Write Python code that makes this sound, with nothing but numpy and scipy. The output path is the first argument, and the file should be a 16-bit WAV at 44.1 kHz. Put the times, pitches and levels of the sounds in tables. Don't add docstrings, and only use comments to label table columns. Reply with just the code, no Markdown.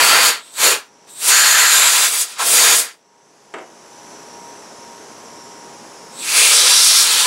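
import sys
import numpy as np
from scipy import signal
from scipy.fft import rfft, irfft
from scipy.io import wavfile
from scipy.ndimage import uniform_filter1d, map_coordinates

SR = 44100
rng = np.random.default_rng(int(sys.argv[2]) if len(sys.argv) > 2 else 0)


def generate_wav(signal):
    frames = np.transpose(np.atleast_2d(signal))
    scaled = np.clip(frames, -1, 1) * 32767
    pcm = np.round(scaled).astype(np.int16)
    wavfile.write(sys.argv[1], SR, pcm)


N = 320166


def undb(db):
    return 10 ** (np.asarray(db) / 20)


def colour(points, hz):
    point_hz, point_db = np.transpose(points)
    db = np.interp(np.log(hz + 1), np.log(point_hz), point_db)
    return db - 10 * np.log10(np.mean(undb(db) ** 2))


def peak(hz, centre_hz, width_hz):
    return np.exp2(-(2 * (hz - centre_hz) / width_hz) ** 2)


def gate(s, start_s, end_s, fade_s=0.027):
    rise = np.clip((s - start_s) / fade_s + .5, 0, 1)
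    fall = np.clip((end_s - s) / fade_s + .5, 0, 1)
    return rise * fall


def walk(s, rate_hz):
    steps = rng.standard_normal(2048)
    return map_coordinates(steps, [np.abs(s) * rate_hz], order=3, mode="wrap")


def noise(shape):
    frame, overlap = 512, 384
    hz, s, spectrum = signal.stft(rng.standard_normal(N), SR, nperseg=frame, noverlap=overlap)
    gain = undb(shape(hz[:, None], s))
    return signal.istft(spectrum * gain, SR, nperseg=frame, noverlap=overlap)[1][:N]


def filtered(x, shape):
    hz = np.fft.rfftfreq(len(x), 1 / SR)
    return irfft(rfft(x) * undb(shape(hz)), len(x))


def fading(t60_s):
    return np.exp(-np.log(1000) * np.arange(SR // 2) / SR / t60_s)


def blows(table, ring):
    hits = np.zeros(N)
    for s, db in table:
        hits[int(s * SR)] += undb(db)
    return signal.fftconvolve(hits, ring)[:N]


def shop(x, wet_db, t60_s, low_hz=700):
    tail = rng.standard_normal(SR // 2) * fading(t60_s)
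    tail[:SR // 500] = 0
    tail = signal.sosfilt(signal.butter(2, low_hz, "high", fs=SR, output="sos"), tail)
    tail *= undb(wet_db) / np.linalg.norm(tail)
    tail[0] = 1
    return signal.fftconvolve(x, tail / np.linalg.norm(tail))[:N]


def ripples(hz, s, rate_hz, echo_s=.0016, count=6):
    comb = 0
    for delay_s in echo_s * rng.uniform(.3, 1.7, count):
        comb = comb + np.cos(2 * np.pi * hz * (delay_s + 4e-5 * walk(s, rate_hz)))
    return comb * np.sqrt(2 / count) * np.minimum(hz / 4000, 1)


def wavering(hz, s, centre_hz, width_hz, waver=.0092):
    return peak(hz, centre_hz * (1 + waver * walk(s, 13)), width_hz)


def flow(s):
    # pressed in s, time to open in s, let go in s, level in dB,
    # swell while held in dB/s, closing in dB/s, low rush in dB, sizzle in dB.
    blasts = [(-.2, .1, 0.29, 3, -14, 247, 9, 8.5), (.49, 0.17, 0.71, -.5, -4.5, 273, 10.5, 7.5),
              (1.09, 0.25, 2.214, 4.5, -8, 309, 4, 5), (2.1, .1, 2.32, -17.5, -11, 146, 4.5, -4),
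              (2.315, 0.16, 2.7985, -2, 27, 274, 9, 5.5), (6.02, .41, 8.2, -7, -7.5, 300, -0.5, -3)]
    flow_db_per_decade = 68.5
    dull_db_per_s, dull_max_db = 79, 8.5
    columns = np.transpose(blasts)[:, :, None]
    pressed, opening, let_go, level_db, swell, close, rush_db, sizzle_db = columns
    travel = np.clip((s - pressed) / opening, 1e-4, 1)
    held_s = np.maximum(np.minimum(s, let_go) - pressed - opening, 0)
    closing_s = np.maximum(s - let_go, 0)
    db = level_db + flow_db_per_decade * np.log10(travel) + swell * held_s - close * closing_s
    press = np.argmax(db, axis=0)
    dull_db = np.clip(dull_db_per_s * (s - let_go[press, 0]), 0, dull_max_db)
    return db.max(axis=0), rush_db[press, 0], sizzle_db[press, 0], dull_db


def catches(hz, s, fade_s=.04, graze_roar_db=-4, part_in_hand_s=4.75):
    # start in s, end in s, gain in dB, roar in dB added to
    catch_rows = [(-.1, 0.101, 5.5, 16, 0.45, 0.5, .6), (0.103, 0.206, 8.5, 18, 0.44, .6, 0.46),
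                  (0.208, 0.436, 7, 12, 0.63, 0.5, 0.52), (0.529, 1.052, 6, 9.5, 0.61, 0.43, 0.41),
                  (1.308, 1.895, 9, 8.5, 1.1, 0.31, .85), (1.884, 2.084, 6.5, 4.5, 0.56, 0.3, .95),
                  (2.2, 2.242, 4.5, -6, 0.4, .95, 1), (2.374, 2.427, 13.5, 7.5, .1, .4, .45),
                  (2.572, 2.755, 7.5, 7, 0.74, 0.23, .1), (2.885, 2.945, 4.5, 2, .3, .3, .3),
                  (6.37, 6.571, 2.5, -1.5, 0.53, .05, .25), (6.551, 6.758, 1.5, 3, 1.56, 0.15, .55),
                  (6.751, 7.03, 4, -3, 1.26, 0.3, .9)]
    # Hz facing the jet, Hz turned away, width in Hz, dB at ring share 1.
    cap_hollow = [(1750, 1600, 400, 3), (4850, 3700, 530, 5.5), (6520, 7500, 1050, 8),
                  (12900, 11400, 1000, 6)]
    part_hollow = [(3700, 3900, 1030, 4.2), (8750, 11300, 3400, 3.3)]
    gain_db, roar_db, ring_db = 0, graze_roar_db, 0
    for start, end, gain, roar, ring, first_turn, last_turn in catch_rows:
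        caught = gate(s, start, end, fade_s)
        turn = np.interp(s, [start, end], [first_turn, last_turn])
        gain_db = gain_db + caught * gain
        roar_db = roar_db + caught * roar
        hollow = cap_hollow if start < part_in_hand_s else part_hollow
        for facing_hz, away_hz, width_hz, db in hollow:
            mode_hz = facing_hz + turn * (away_hz - facing_hz)
            ring_db = ring_db + caught * ring * db * wavering(hz, s, mode_hz, width_hz)
    return gain_db, roar_db, ring_db


def blow_gun(roar_flutter_db=1.62, ripple_db=1.47, bass_cut_hz=100, tail_roar=0.93, throttle_fade_s=0.046,
             flutter_db=0.82, hoot_fade_s=.045):
    # Hz, relative dB per Hz.
    jet_colour = [(50.0, -37.5), (110.0, -27.5), (220.0, -20), (420.0, -9.5), (650.0, -7), (1000.0, 0.5),
                  (2000.0, 1), (4000.0, 2), (6000.0, 0.84), (8500.0, 2.5), (11000.0, -1.5), (12400.0, -7.5),
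                  (13400.0, -12.5), (15700.0, -12.5)]
    # Hz, width in Hz, dB.
    valve = [(3800, 1000, 9), (8040, 1300.0, 13.5), (13100, 530, 12)]
    # start in s, end in s, level in dB.
    throttled_rows = [(0.403, 0.574, -31.5), (1.08, 1.204, -31.5), (6.12, 6.24, -61)]
    # Hz, width in Hz, dB.
    bench = [(494, 98, 3), (1007, 21, -4.5), (1278, 53, 1.5), (1540, 23, 4), (1590, 60, 1), (1756, 40, -2),
             (2294, 31, 8.5), (2500, 65, 4), (2656, 60, 2)]
    # start in s, end in s, Hz, width in Hz, dB.
    hoots = [(-.1, .42, 4620, 400, 7), (0.633, 0.807, 465, 150, 9.5), (1.3, 1.72, 1720, 650, 4),
             (2.382, 2.435, 1132, 1000, 10), (2.833, 2.94, 1800, 700, 6), (6.203, 6.51, 2460, 603, 7),
             (6.377, 6.717, 497, 150, 10), (6.31, 6.542, 9900, 450, 5.5), (6.53, 7.036, 5440, 1550, 7.5),
             (7.04, 7.3, 3820, 1520, 4.5)]
    rush_loss, sizzle_loss = 0.62, 0.46

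    def shape(hz, s):
        flow_db, rush_db, sizzle_db, dull_db = flow(s)
        catch_db, roar_db, ring_db = catches(hz, s)
        pitch = np.log(hz + 1)
        roar = np.interp(pitch, np.log([60, 400, 1200, 2500, 7000]), [0.87, 0.7, 1, 0.79, 0.058])
        rush = np.interp(pitch, np.log([400, 1200]), [1, 0])
        sizzle = np.interp(pitch, np.log([5000, 15000]), [0, 1])
        db = colour(jet_colour, hz)
        db = db + roar * (roar_db + tail_roar * dull_db + roar_flutter_db * walk(s, 25))
        db = db + rush * (rush_db - rush_loss * catch_db)
        db = db + sizzle * (sizzle_db - sizzle_loss * catch_db - dull_db)
        db = db + ring_db + ripple_db * ripples(hz, s, rate_hz=3.0)
        for start, end, centre_hz, width_hz, gain_db in hoots:
            blown = gate(s, start, end, hoot_fade_s)
            db = db + gain_db * blown * wavering(hz, s, centre_hz, width_hz)
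        size = undb(flow_db + catch_db)
        valve_db = sum(gain_db * peak(hz, centre_hz, width_hz) for centre_hz, width_hz, gain_db in valve)
        for start, end, seep_db in throttled_rows:
            throttled = gate(s, start, end, throttle_fade_s)
            db = db + throttled * valve_db
            size = np.hypot(size, throttled * undb(seep_db))
        db = db - 10 * np.log10(np.mean(undb(db) ** 2, axis=0))
        return db + 20 * np.log10(size + 1e-9) + flutter_db * walk(s, 30)

    def bench_db(hz):
        return sum(db * peak(hz, centre_hz, width_hz) for centre_hz, width_hz, db in bench)

    jet = filtered(noise(shape), bench_db)
    jet = signal.sosfilt(signal.butter(1, bass_cut_hz, "high", fs=SR, output="sos"), jet)
    return shop(jet, wet_db=-7.5, t60_s=0.07)


def motor(turn_hz=58.87, fan_db=-41.5, waver_db=2.8, throb=0.085):
    # multiple of the turning rate, mean level in dB rms.
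    harmonics = [(4, -61), (7, -55), (12, -64.5), (14, -55.5), (15, -59.5), (16, -49.5), (17, -57),
                 (18, -56), (19, -64.5)]
    # Hz, relative dB per Hz.
    fan_colour = [(30, -27), (70, -23.5), (150, -5.5), (400, -0.5), (700, -2.5), (1000, -5.5), (1500, -8.5),
                  (2400, -13.5), (4000, -17), (8000, -21), (15000, -45)]
    s = np.arange(N) / SR
    coarse_s = s[::256]
    drift = 0.00054 * np.interp(s, coarse_s, walk(coarse_s, 4.4))
    turns = np.cumsum(turn_hz * (1 + drift)) / SR
    hum = 0
    for multiple, db in harmonics:
        amplitude = np.sqrt(2) * undb(db + waver_db * np.interp(s, coarse_s, walk(coarse_s, 6)))
        hum = hum + amplitude * np.sin(2 * np.pi * (multiple * turns + rng.random()))
    eddies = rng.standard_normal(N) * (1 + throb * np.sin(2 * np.pi * turns))
    return hum + filtered(eddies, lambda hz: colour(fan_colour, hz) + fan_db)


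def leak(hiss_db=-46, ripple_db=2, hand_db=2.1, sound_m_per_s=343):
    # Hz, relative dB per Hz.
    hiss_colour = [(3000, -36), (4500, -15.5), (5200, -3), (5900, -1.5), (6600, -7.5), (7500, -9),
                   (8500, -17), (9700, -14.5), (11200, -18), (12500, -30.5), (15500, -39)]
    # s, treble in dB (in full from 11 kHz up).
    hiss_treble = [(0, 0), (2.9, -10), (3.3, 0), (3.8, 1.5), (4.3, 0.5), (7.26, 2)]
    # s, extra path in m.
    hand_path = [(3.1, 0.18), (3.5, 0.14), (3.85, .17), (4.4, 0.17), (4.8, 0.19), (5.05, .157),
                 (5.27, 0.18), (5.9, 0.2)]

    def shape(hz, s):
        treble_db = np.interp(s, *np.transpose(hiss_treble)) * np.interp(hz, [4000, 11000], [0, 1])
        delay_s = np.interp(s, *np.transpose(hand_path)) / sound_m_per_s
        echo = np.cos(2 * np.pi * hz * delay_s)
        db = colour(hiss_colour, hz) + hiss_db + treble_db
        return db + hand_db * echo + ripple_db * ripples(hz, s, rate_hz=2.3)

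    return shop(noise(shape), wet_db=-6, t60_s=.16)


def lever(tick_db=-19, t60_s=0.01):
    # time in s, relative level in dB.
    ticks = [(.5355, -4), (.5388, -2), (.5405, -2), (1.049, -19)]
    # Hz, relative dB per Hz.
    tick_colour = [(200, -18), (1500, -14), (5500, -6), (7800, 2), (10000, -18), (15000, -28)]
    tick = filtered(rng.standard_normal(SR // 2), lambda hz: colour(tick_colour, hz))
    return blows(ticks, undb(tick_db) * tick * fading(t60_s))


def cap(ring_db=-45, crack_db=-26, t60_at_1khz_s=0.19, damping=1.0):
    # time in s, relative level in dB.
    knocks = [(3.5392, 10), (3.547, -14), (3.558, -3), (3.576, -8), (3.585, 3), (3.611, -15)]
    # Hz, relative level in dB, t60 in s.
    modes = [(285, -12, .18), (377, -10, .2), (477, -11, .14), (660, -8, .15), (760, -7, .11),
             (990, -5, .12), (1050, -5, .14), (1320, 4, .09), (1390, 10, .11), (1610, -8, .09),
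             (1960, -4, .07), (2290, -3, .06), (2640, -4, .06), (2900, -14, .05)]
    # Hz, relative dB per Hz.
    crack_colour = [(100, -19), (350, 4.5), (700, 0), (1400, 2.5), (2700, -3.5), (3600, -9), (4700, -23),
                    (8000, -10), (11000, -29), (13000, -48)]
    s = np.arange(SR // 2) / SR
    ring = 0
    for mode_hz, db, t60_s in modes:
        ring = ring + undb(db) * fading(t60_s) * np.sin(2 * np.pi * (mode_hz * s + rng.random()))
    push = filtered(rng.standard_normal(len(s)), lambda hz: colour(crack_colour, hz))
    thud = 0
    for low_hz in 100 * 2 ** np.arange(0, 7, .5):
        high_hz = low_hz * np.sqrt(2)
        band = filtered(push, lambda hz: np.where((hz >= low_hz) & (hz < high_hz), 0, -np.inf))
        thud = thud + band * fading(min(t60_at_1khz_s * (1000 / low_hz) ** damping, .35))
    knock = blows(knocks, undb(ring_db) * ring + undb(crack_db) * thud)
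    knock = signal.sosfilt(signal.butter(2, [150, 9000], "band", fs=SR, output="sos"), knock)
    return shop(knock, wet_db=-5.5, t60_s=0.35, low_hz=396)


def scene():
    mono = blow_gun() + motor() + leak() + cap() + lever()
    return np.array([mono, mono])


def record(dry, limit_db=-9.0, release_db_per_s=15.5, knee_db=-1.0, top_hz=15700):
    power = uniform_filter1d(dry[0] ** 2, size=500)
    over_db = np.maximum(10 * np.log10(np.abs(power) + 1e-12) - limit_db, 0)
    recovery_db = release_db_per_s * np.arange(N) / SR
    gain_db = recovery_db - np.maximum.accumulate(over_db + recovery_db)
    held = dry * undb(gain_db)
    rounded = held / (1 + (held / undb(knee_db)) ** 6) ** (1 / 6)
    return signal.sosfilt(signal.ellip(10, .1, 80, top_hz, fs=SR, output="sos"), rounded)


dry = scene()
out = record(dry)
generate_wav(out)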